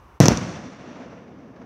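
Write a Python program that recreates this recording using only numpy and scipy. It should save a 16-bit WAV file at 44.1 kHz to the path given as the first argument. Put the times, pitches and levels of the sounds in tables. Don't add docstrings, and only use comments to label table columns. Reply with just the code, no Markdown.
import sys
import numpy as np
from scipy import signal
from scipy.io import wavfile
from scipy.ndimage import uniform_filter1d, minimum_filter1d

SR = 44100
rng = np.random.default_rng(int(sys.argv[2]) if len(sys.argv) > 2 else 0)


def rack_gain(trim_db):
    fader = np.asarray(trim_db, float)
    return 10 ** (fader / 20)


def store_pcm(level_fs):
    pcm = np.round(np.clip(level_fs, -1, 1) * 32767).astype(np.int16)
    wavfile.write(sys.argv[1], SR, np.atleast_2d(pcm).T)


N = 72765

# start_s, level_db, push_ms, polarity (1 = waveform goes down first)
THUMPS = [(.2024, 21.5, 3.6, 1), (.2085, 23, 5.0, 1), (.2370, 9, 1.5, 1), (.2569, 16, .7, -1),
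          (.2609, 14, 1.0, -1), (.2843, 18.5, 2.4, 1), (.3078, 11.5, 1.6, 1), (.3197, 11.5, 1.5, -1),
          (.965, -13, .8, -1)]
# start_s, edge_level_db, edge_cut_hz, spray_level_db
CRACKS = [(.2025, 19.5, 7000, -7), (.2079, 12, 3000, -6), (.2570, 14, 6500, -4), (.2640, -4, 7000, -8),
          (.2832, 23, 7000, -8), (.3185, -8, 3000, -12), (.3735, 3, 7500, -20)]
# time_s, level_db, extra_bass_db, extra_treble_db
ROLL = [(.204, 5, -6, 0), (.216, 6, -5, 0), (.226, 5, -2, 0), (.236, 6, 0, 2), (.248, 1, 2, 0),
        (.262, 7, 0, 0), (.276, -1, -2, 0), (.292, 3, 0, -1), (.32, 3, 0, 0), (.352, -1, -2, 2),
        (.40, -6, -5, 3), (.45, -7, -3, 4), (.55, -11, -5, 4), (.61, -15, -7, 3), (.66, -14, -2, 3),
        (.73, -18, -8, 3), (.82, -15, -6, 1), (.98, -14, -8, -1), (1.1, -16, -6, -2), (1.2, -19, -3, -3),
        (1.38, -23, 2, -5), (1.5, -22, 0, -6), (1.65, -22, 0, -5)]
# pitch_hz, level_db (per Hz)
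NEAR_COLOUR = [(30, 15), (50, 29), (80, 13), (160, 15.5), (240, 9), (310, 8.5), (400, -2), (550, 3),
               (800, -4.5), (1200, -4.5), (2500, -14), (5000, -24.5), (9000, -28), (16000, -22)]
# pitch_hz, level_db (per Hz)
FAR_COLOUR = [(30, 8), (50, -5), (80, 2), (130, 4.5), (240, 10), (310, 3.5), (400, 0), (580, 1.5),
              (800, -5.5), (1100, -7.5), (2500, -11.5), (5000, -24.5), (9000, -12), (16000, -34)]
# start_s, level_db
FAR_BANGS = [(1.559, -21), (1.614, -20.5)]
# (per Hz, before NIGHT_DB)
NIGHT_COLOUR = [(30, 11), (55, 47), (88, 14.5), (160, 3.5), (300, 7), (600, -0.5), (1050, 7.5), (1600, -5),
                (3000, -14.5), (6000, -74), (10000, -76.5), (16000, -24)]

THUMP_CUT_HZ = 900
SPRAY_T60_S, SPRAY_LOW_HZ = 0.013, 500
FAR_FROM_S, FAR_BY_S = 0.4, 1
AIR_LOSS_DB_PER_S, AIR_LOSS_POWER = 30.5, 1.33
LUMP_DB, LUMP_RATE_HZ = 1, 20
BAND_FLICKER_DB, BAND_FLICKER_RATE_HZ = 0.5, 38.0
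BASS_TOP_HZ, TREBLE_FROM_HZ, ROLL_RISE_S = 270, 5000, 0.012
FAR_BANG_T60_S, FAR_BANG_CUT_HZ, FAR_BANG_RISE_S = 0.09, 1250, 0.002
NIGHT_DB = -45.5
PORT_HZ, PORT_Q, BASS_CUT_HZ = 5950, 7.5, 100
HISS_DB = -74
LIMIT_DB, MOST_DUCK_DB = -6.0, 13.0
LOOKAHEAD_S, RELEASE_DB_PER_S = 0.028, 2.5
LOPSIDED, TOP = 0.12, 0.9
TREBLE_CUT_HZ = 16700


def place(out, start_s, sound):
    out[int(start_s * SR):][:len(sound)] += sound


def thumps():
    out, t = np.zeros(N + 6000), np.arange(5000) / SR
    for start_s, level_db, push_ms, polarity in THUMPS:
        u = t / (push_ms / 1000)
        push = -polarity * rack_gain(level_db) * (1 - u) * np.exp(-u)
        place(out, start_s, signal.lfilter(*signal.butter(2, THUMP_CUT_HZ, fs=SR), push))
    return out[:N]


def cracks():
    out, t = np.zeros(N + 6000), np.arange(5000) / SR
    for start_s, edge_db, edge_hz, spray_db in CRACKS:
        noise = rng.standard_normal(len(t))
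        spray = signal.lfilter(*signal.butter(1, SPRAY_LOW_HZ, "high", fs=SR), noise)
        spray = spray * rack_gain(spray_db - 60 * t / SPRAY_T60_S)
        edge = rack_gain(edge_db) * (t == 0) + spray
        place(out, start_s, signal.lfilter(*signal.butter(3, edge_hz, fs=SR), edge))
    return out[:N]


def at_hz(points, hz):
    points_hz, level_db = np.transpose(points)
    return np.interp(np.log(hz), np.log(points_hz), level_db)


def drift(rate_hz):
    r = np.exp(-16 * np.pi * rate_hz / SR)
    slow = signal.lfilter([1], [1, -2 * r, r * r], rng.standard_normal(N // 8 + 4002))[4000:]
    slow = slow / np.sqrt(np.mean(slow ** 2) + 1e-20)
    return np.interp(np.arange(N) / 8, np.arange(len(slow)), slow)


def bands():
    edges = 28 * 2 ** np.arange(0, 9.5, 1 / 3)
    white = rng.standard_normal((2, N + 4000))
    out = []
    for k, (low, high) in enumerate(zip(edges, edges[1:])):
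        band_pass = signal.butter(2, [low, high], "band", fs=SR, output="sos")
        out.append(signal.sosfilt(band_pass, white[k % 2])[-N:])
    return np.sqrt(edges[1:] * edges[:-1]), np.array(out)


def roll():
    t = np.arange(N) / SR
    time_s, level_db, bass_db, treble_db = np.transpose(ROLL)
    age = np.maximum(t - THUMPS[0][0], 0)
    far = np.clip((t - FAR_FROM_S) / (FAR_BY_S - FAR_FROM_S), 0, 1)
    shared = np.interp(t, time_s, level_db) + LUMP_DB * drift(LUMP_RATE_HZ)
    bass = np.interp(t, time_s, bass_db)
    treble = np.interp(t, time_s, treble_db)
    out = 0
    for hz, band in zip(*bands()):
        colour = (1 - far) * at_hz(NEAR_COLOUR, hz) + far * at_hz(FAR_COLOUR, hz)
        tilt = bass / (1 + (hz / BASS_TOP_HZ) ** 2) + treble / (1 + (TREBLE_FROM_HZ / hz) ** 2)
        loss = AIR_LOSS_DB_PER_S * (hz / 6000) ** AIR_LOSS_POWER * age
        flicker = BAND_FLICKER_DB * drift(BAND_FLICKER_RATE_HZ)
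        out = out + rack_gain(shared + colour + tilt - loss + flicker) * band
    return out * np.clip(age / ROLL_RISE_S, 0, 1)


def far_bangs():
    out, t = np.zeros(N + 6000), np.arange(5000) / SR
    for start_s, level_db in FAR_BANGS:
        burst = rng.standard_normal(len(t)) * rack_gain(level_db - 60 * t / FAR_BANG_T60_S)
        burst = burst * np.minimum(t / FAR_BANG_RISE_S, 1)
        place(out, start_s, signal.lfilter(*signal.butter(3, FAR_BANG_CUT_HZ, fs=SR), burst))
    return out[:N]


def night():
    return sum(rack_gain(NIGHT_DB + at_hz(NIGHT_COLOUR, hz)) * band for hz, band in zip(*bands()))


def scene():
    return (thumps() + cracks() + far_bangs() + roll() + night())[None]


def port_resonance(x):
    r = np.exp(-np.pi * PORT_HZ / PORT_Q / SR)
    a = [1, -2 * r * np.cos(2 * np.pi * PORT_HZ / SR), r * r]
    return signal.lfilter([sum(a)], a, x)


def gain_control(x):
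    over = np.clip(20 * np.log10(np.abs(x) + 1e-9) - LIMIT_DB, 0, MOST_DUCK_DB)
    ramp = RELEASE_DB_PER_S * np.arange(N) / SR
    held = np.maximum(np.maximum.accumulate(over + ramp) - ramp, 0)
    ahead = int(LOOKAHEAD_S * SR) | 1
    early = -minimum_filter1d(-held, size=ahead, origin=-(ahead // 2))
    return x * rack_gain(-uniform_filter1d(early, size=ahead, origin=ahead // 2))


def overload(x):
    treble = signal.butter(2, 3000, "high", fs=SR, output="sos")
    x = x + LOPSIDED * signal.sosfilt(treble, np.tanh(x) ** 2)
    return x / (1 + np.abs(x / TOP) ** 8.0) ** (1 / 8.0)


def top_cut(x):
    return signal.sosfilt(signal.butter(12, 16850, fs=SR, output="sos"), x)


def record(dry):
    run_in = dry[0, 4000:0:-1]
    x = port_resonance(np.r_[run_in, dry[0]])
    x = signal.sosfilt(signal.butter(4, BASS_CUT_HZ, "high", fs=SR, output="sos"), x)[-N:]
    x = x + rack_gain(HISS_DB) * rng.standard_normal(N)
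    x = overload(gain_control(x))
    x = signal.sosfilt(signal.cheby2(10, 50, TREBLE_CUT_HZ, fs=SR, output="sos"), x)
    return top_cut(x[None])


dry = scene()
out = record(dry)
store_pcm(out)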